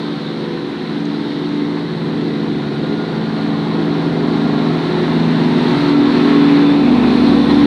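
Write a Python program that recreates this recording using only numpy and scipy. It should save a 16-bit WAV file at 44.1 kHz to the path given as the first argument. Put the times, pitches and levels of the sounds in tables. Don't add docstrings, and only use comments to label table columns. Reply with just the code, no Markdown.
import sys
import numpy as np
from scipy import signal
from scipy.fft import rfft, irfft, next_fast_len
from scipy.io import wavfile
from scipy.ndimage import uniform_filter1d, map_coordinates

SR = 44100
rng = np.random.default_rng(int(sys.argv[2]) if len(sys.argv) > 2 else 0)


def field_ratio(decibels):
    return 10 ** (np.asarray(decibels, dtype=float) / 20)


def waveform_to_disk(signal):
    frames = np.transpose(np.atleast_2d(signal))
    scaled = np.clip(frames, -1, 1) * 32767
    samples = np.round(scaled).astype(np.int16)
    wavfile.write(sys.argv[1], SR, samples)


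N = 337806

HIGH_GAIN_DB_PER_S = 1.22


def unit(x):
    return x / np.sqrt(np.mean(np.abs(x) ** 2) + 1e-20)


def curves(rows):
    s, *columns = np.transpose(rows)
    return [np.interp(np.arange(N) / SR, s, column) for column in columns]


def wobble(rate_hz):
    knots = rng.standard_normal(int(N * rate_hz / SR) + 4)
    return map_coordinates(knots, [np.arange(N) * rate_hz / SR], order=1)


def turns(hz):
    return 2 * np.pi * np.cumsum(hz) / SR


def since_mid():
    return (np.arange(N) - N / 2) / SR


def heard(level, paths):
    mid_db, gain_db_per_s = level
    t = np.arange(0, N, 64) / SR
    bells = sum(db * np.exp(-0.5 * ((t - s) / half_s) ** 2) for s, db, half_s in paths)
    return mid_db + gain_db_per_s * since_mid() + np.interp(np.arange(N) / SR, t, bells)


def patched(x, size, bins, frames, depth_db):
    z = signal.stft(x, nperseg=size)[2]
    field = rng.standard_normal(z.shape)
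    field = uniform_filter1d(field, size=bins, axis=0)
    field = uniform_filter1d(field, size=frames, axis=1)
    return signal.istft(z * field_ratio(depth_db * unit(field)), nperseg=size)[1]


def rush(spectrum, patchy_db, ring_db):
    x = patched(rng.standard_normal(N + 512), 512, 5, 12, patchy_db)
    x = patched(x, 4096, 2, 10, ring_db)
    m = next_fast_len(N + 16384)
    f, db = np.transpose(spectrum)
    log_hz = np.log(np.fft.rfftfreq(m, 1 / SR) + 1)
    gain = field_ratio(np.interp(log_hz, np.log(f + 1), db, left=-120, right=-120))
    return unit(irfft(rfft(x, m) * gain, m)[:N])


def order(angle, multiple, db, drift, fade_db):
    phase = rng.uniform(0, 2 * np.pi) + 1.5 * wobble(0.8)
    level = np.sqrt(2) * field_ratio(db + fade_db * wobble(2.896))
    return level * np.sin(multiple * angle + phase + drift * wobble(5.5))


def ticks():
    # (time [s], peak level [dB], frequency [Hz])
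    tick_rows = [
        (1.0028, -38, 5900),
        (1.0548, -35, 6270),
        (1.175, -45, 5600),
        (5.853, -51, 5550),
        (7.196, -38, 5800),
    ]
    out, t = np.zeros(N + SR), np.arange(400) / SR
    u = t / 0.0003
    for s, db, hz in tick_rows:
        start = round(s * SR)
        out[start:start + len(t)] += field_ratio(db) * u * np.exp(1 - u) * np.sin(2 * np.pi * hz * t)
    return out[:N]


def whines():
    # (time [s], frequency [Hz], level [dB])
    glides = [
        [(2.2, 1436, -57), (2.6, 1433, -43), (3.8, 1416, -43), (4.6, 1397, -41), (5.2, 1379, -51),
         (5.8, 1351, -36.5), (7.3, 1321, -44), (7.66, 1311, -61)],
        [(5.4, 3546, -69), (6.1, 3550, -46), (6.3, 3536, -43), (6.7, 3540, -38), (7, 3515, -41.5),
         (7.25, 3525, -40.5), (7.66, 3500, -40)],
        [(6.4, 801, -50), (6.7, 776, -37.5), (7, 763, -31), (7.2, 761, -61)],
        [(6.7, 8710, -84), (7.15, 8810, -62), (7.4, 8880, -60), (7.66, 9010, -64)],
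        [(5.6, 13910, -92), (6.1, 13950, -73.5), (6.6, 13800, -73), (6.85, 13810, -79), (7.15, 13810, -71),
         (7.45, 13810, -86)],
    ]
    smears = [22, 95, 25, 300, 900]
    out = np.zeros(N)
    for rows, smear_hz in zip(glides, smears):
        first, last = rows[0], rows[-1]
        onset, end = (first[0] - 0.05, first[1], -120), (last[0] + 0.05, last[1], -120)
        hz, db = curves([onset] + rows + [end])
        smear = unit(wobble(smear_hz) + 1j * wobble(smear_hz))
        out += np.sqrt(2) * field_ratio(db) * np.real(smear * np.exp(1j * turns(hz)))
    return out


def exhaust_roar():
    # (frequency [Hz], level [dB per Hz])
    rumble = [(16, -49), (42, -36.5), (98, -20.5), (152, -5.5), (205, -6.5), (310, -0.5), (410, -3.5),
              (510, -8), (610, -21.5), (720, -22.5)]
    return field_ratio(HIGH_GAIN_DB_PER_S * since_mid() - 25.5) * rush(rumble, patchy_db=1.0, ring_db=2.0)


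def rolling(shaft):
    # (time [s], level [dB])
    nearness = [(0.0, -33), (0.28, -33), (2.54, -33.5), (4.03, -31), (4.27, -31.5), (4.35, -29.5),
                (5.57, -27), (5.59, -26), (5.89, -24.5), (5.95, -28), (6.21, -24), (6.57, -26),
                (6.83, -28.5), (6.98, -26.5), (7.49, -26.5), (7.51, -21.5), (7.53, -25.5), (7.66, -26)]
    # (level at mean nearness [dB], share [dB per dB], own gain [dB/s])
    layers = [(-30, 0.8, 0.75), (-33, 0.97, 0.1), (-35.5, 0.89, -0.04), (-54.5, 0.79, 0.15)]
    # (time [s], level [dB], half width [s])
    layer_swells = [
        [(3.6, 2, 0.44), (7.0, 0, .1), (7.6, -0.5, 0.076)],
        [(.1, -1, .3), (6.5, 1, 0.16), (7.4, -1, 0.43)],
        [(.1, 2, .2), (1.3, 2.5, 0.11), (3.4, 0.5, 0.36), (7.25, 2, .1)],
        [(.1, 0.5, 0.24), (1.3, 1.2, .12), (5.7, 0.5, .1), (7.25, 1, 0.13)],
    ]
    # (frequency [Hz], level [dB per Hz])
    rail = [(480, -25), (600, -2), (780, 0), (1060, 0.3), (1160, -4), (1300, -8), (1500, -30)]
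    wheel = [(1050, -13.5), (1300, -1.5), (1420, -1.9), (1700, -2.5), (2020, -3), (2400, -8.5), (2900, -10),
             (3300, -17.5)]
    hiss = [(2600, -20.5), (3050, -7), (3450, -3), (3700, -1), (4000, 0.3), (4350, -4), (4800, -14),
            (5300, -19.5), (5900, -35)]
    air = [(4800, -16), (5500, 0.7), (6500, -7), (7300, -11), (8700, -10), (9700, -13.5), (10200, -16.5),
           (11600, -22), (13500, -23), (14400, -27), (15050, -37.5), (15650, -30.5)]
    flange = [(1900, -19), (2200, -2), (2550, 3), (2900, -7.5), (3200, -20.5)]
    # (time [s], level [dB], half width [s])
    flange_swell = [(6.8, 22, 0.96)]

    near_db = curves(nearness)[0]
    near_db = near_db - near_db.mean()
    rail_db, wheel_db, hiss_db, air_db = (
        share * near_db + heard((db, gain), swells)
        for (db, share, gain), swells in zip(layers, layer_swells))
    knock = unit(1 + 0.1 * np.cos(3 * shaft) + 0.06 * np.cos(shaft))
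    shudder = wobble(14)
    low = field_ratio(rail_db - 1.9) * rush(rail, patchy_db=-0.7, ring_db=2.5)
    low += field_ratio(wheel_db - 0.42 + 0.41 * shudder) * rush(wheel, patchy_db=0.0, ring_db=1.35)
    high = field_ratio(hiss_db + 0.4 * shudder) * rush(hiss, patchy_db=0.77, ring_db=1.15)
    high += field_ratio(air_db + 0.4 * shudder) * rush(air, patchy_db=0.8, ring_db=0.5)
    rub = field_ratio(heard((-58, 0), flange_swell)) * rush(flange, patchy_db=1.0, ring_db=2.0)
    return knock * low + high + rub


def pump():
    # (time [s], frequency of the 6th order [Hz])
    speed = [(0, 165.3), (2, 165.1), (3.6, 164.4), (5, 163), (7, 163.6), (7.66, 164.4)]
    drone_orders = (6, 9, 15)
    # (level at mid-run [dB], gain [dB/s])
    drone = [(-25, 1.17), (-23, 3), (-34.5, 0.06)]
    # (time [s], level [dB], half width [s])
    drone_paths = [
        [(0.36, -2.5, 0.06), (0.72, -15, 0.057), (1.28, -8.5, 0.048), (1.96, 3.5, 0.15), (2.68, -5.6, 0.07),
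         (3.92, 3.5, 0.4), (4.72, 5, 0.047), (5.28, 5, 0.15), (6.04, -10.5, 0.054), (7.28, 6, 0.06),
         (7.44, -9, 0.41)],
        [(1.04, -14, 0.06), (1.44, -4, 0.048), (1.88, -11, 0.086), (2.8, -18, 0.12), (3.12, -9.5, 0.13),
         (3.76, -10, 0.18), (4.92, -17, 0.065), (5.84, -11, 0.051), (6.64, -8.8, 0.11), (6.76, -9, 0.042),
         (6.92, 3, 0.069), (7.6, -8, 0.2)],
        [(0.24, -17, 0.06), (0.84, -13, 0.11), (3.36, -4, 0.1), (4.68, 6, 0.84), (6.36, 12.5, 0.15),
         (6.6, 6, 0.054), (7.12, 10.5, 0.06)],
    ]
    # (multiple of shaft speed, level [dB])
    weak_orders = [(2.5, -60), (3, -51.5), (5, -47.5), (7, -41.5), (10, -46.5), (12, -41), (13, -37),
                   (18, -49.5)]

    shaft = turns(curves(speed)[0] / 6)
    near_db = HIGH_GAIN_DB_PER_S * since_mid()
    strong = sum(order(shaft, k, heard(level, paths) - 0.4, drift=0.22, fade_db=0.75)
                 for k, level, paths in zip(drone_orders, drone, drone_paths))
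    weak = sum(order(shaft, k, db + near_db, drift=0.45, fade_db=0.5) for k, db in weak_orders)
    return strong + weak


def block(shaft):
    casing_orders = (3, 5, 14, 20, 23)
    # (level at mid-run [dB], gain [dB/s])
    casing = [(-47.8, 4), (-41.5, 1.85), (-30.5, 1.14), (-39, 0.34), (-46.5, 3)]
    # (time [s], level [dB], half width [s])
    casing_paths = [
        [(1.64, -12, 0.3), (4.8, -4, 0.15), (5.44, -10, 0.15), (6.36, -13.5, 0.34), (6.64, -10.5, 0.094)],
        [(1.44, -14, 0.21), (2.52, 6, 0.047), (3.2, -4, 0.08), (4.28, 4.2, 0.11), (6.4, -8, 0.2),
         (7.32, -11, 0.06)],
        [(0.48, 9, 0.1), (1.92, -9, 0.06), (2.64, -8.1, 0.06), (3.36, -13, 0.12), (3.8, 10, 0.048),
         (4.36, -8, 0.28), (6.76, -10, 0.08), (7.52, -7, 0.055)],
        [(0.52, 9.5, 0.088), (4.4, 2, 0.096), (6.6, 5.5, 0.06), (7.36, 11, 0.067)],
        [(0.24, 14, 0.31)],
    ]
    # (multiple of shaft speed, relative level [dB])
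    comb_orders = [(26, 1), (27, -4.5), (28, -0.5), (29, 1), (31, 1), (32, 2.5), (34, -7), (36, -0.5),
                   (38, -8), (42, -7), (43, -2.5), (45, -3)]
    # (level at mid-run [dB], gain [dB/s])
    comb_level = (-49.5, 1.6)
    # (time [s], level [dB], half width [s])
    comb_paths = [(4.3, 6, 0.87), (5.7, -4.5, .3), (6.599, 1.5, .2)]

    comb_db = heard(comb_level, comb_paths)
    comb = sum(order(shaft, k, db + comb_db + 1.0, drift=0.25, fade_db=1.0) for k, db in comb_orders)
    lines = sum(order(shaft, k, heard(level, paths) - 1.5, drift=0.62, fade_db=1.0)
                for k, level, paths in zip(casing_orders, casing, casing_paths))
    return comb + lines


def engine(shaft):
    boom_orders = (9, 12, 6, 15)
    # (level at mid-run [dB], gain [dB/s])
    boom = [(-23, 1.44), (-20.5, 3.5), (-32, 0.55), (-28.5, 1.1)]
    # (time [s], level [dB], half width [s])
    boom_paths = [
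        [(0.64, -5, 0.1), (1.36, -8, 0.052), (1.84, -6, 0.043), (3.04, 2.5, 0.4), (3.08, -9, 0.045),
         (4.08, -9, 0.097), (4.8, -11.4, 0.073), (5.08, -10, 0.037), (5.92, -18.5, 0.14), (6.6, -4.4, 0.23)],
        [(0.04, 7.5, 0.13), (0.48, -5, 0.065), (0.84, -8, 0.05), (1.08, 3.5, 0.072), (1.36, 6, 0.74),
         (1.6, 4.3, 0.065), (1.96, -12, 0.068), (2.72, -5.9, 0.088), (3.12, -13, 0.071), (3.32, -5, 0.06),
         (3.68, -8.5, 0.034), (4.16, -4, 0.037), (4.52, -1.5, 0.31), (5.08, 8, 0.053), (5.16, -14, 0.28),
         (5.64, -8, 0.06), (6.0, 3.3, 0.06), (6.16, -4.5, 0.068), (7.08, -10.5, 0.17), (7.48, -8, 0.08)],
    ]
    thrum_paths = [
        [(0.04, -8, 0.054), (0.8, -9, 0.22), (1.64, -15, 0.11), (2.04, 2, 0.08), (2.72, 6.5, 0.15),
         (3.0, -9, 0.06), (3.2, 6, 0.068), (3.4, -2, 0.06), (3.6, 3, 0.06), (3.84, -10, 0.06), (4.12, 3, 0.06),
         (4.36, -8, 0.06), (5.04, -6.7, 0.14), (5.84, 5.5, 0.11), (6.2, -11.5, 0.08), (6.88, -10, 0.093),
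         (7.32, -5.5, 0.086)],
        [(0.24, -9, 0.048), (1.24, -10, 0.08), (3.48, -5.5, 0.28), (4.56, -9, 0.092), (4.96, 9, 0.064),
         (5.28, -5, 0.08), (5.64, 6.5, 0.22), (6.24, 2.5, 0.08), (6.96, -10, 0.06)],
    ]
    # (multiple of shaft speed, mean level [dB])
    weak_orders = [(2, -66), (2.5, -55.5), (4.5, -47.5), (5.5, -53.5), (7.5, -40), (8, -42.5), (8.5, -50),
                   (9.5, -40), (10.5, -41), (11, -35), (11.5, -46.5), (12.5, -45), (13, -51.5),
                   (13.5, -39.5), (14.5, -53), (15.5, -48), (16, -50), (17.5, -48.5), (18, -45),
                   (19, -51.5), (21, -47.5), (22, -48)]

    low_db = 1.3 * since_mid()
    high_db = HIGH_GAIN_DB_PER_S * since_mid()
    strong = sum(order(shaft, k, heard(level, paths) - 0.4, drift=0.25, fade_db=0.8)
                 for k, level, paths in zip(boom_orders, boom, boom_paths + thrum_paths))
    weak = sum(order(shaft, k, db + (low_db if k < 6 else high_db), drift=0.99, fade_db=3.5)
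               for k, db in weak_orders)
    return strong + weak


def scene():
    # (time [s], frequency of the 12th order [Hz])
    speed = [(0, 290.8), (1.6, 291.3), (3, 290.6), (4.2, 289.6), (5.2, 288), (7, 287.2), (7.66, 288)]
    shaft = turns(curves(speed)[0] / 12)
    background = ticks() + whines() + exhaust_roar()
    train = rolling(shaft) + pump() + block(shaft) + engine(shaft)
    return (background + train)[None]


def top_cut(x):
    return signal.sosfilt(signal.butter(12, 15620, fs=SR, output="sos"), x)


def record(dry):
    soft = dry / (1 + np.abs(dry / 0.97) ** 5) ** (1 / 5)
    soft *= np.clip(np.arange(N)[::-1] / (0.003 * SR), 0, 1)
    return top_cut(soft)


dry = scene()
out = record(dry)
waveform_to_disk(out)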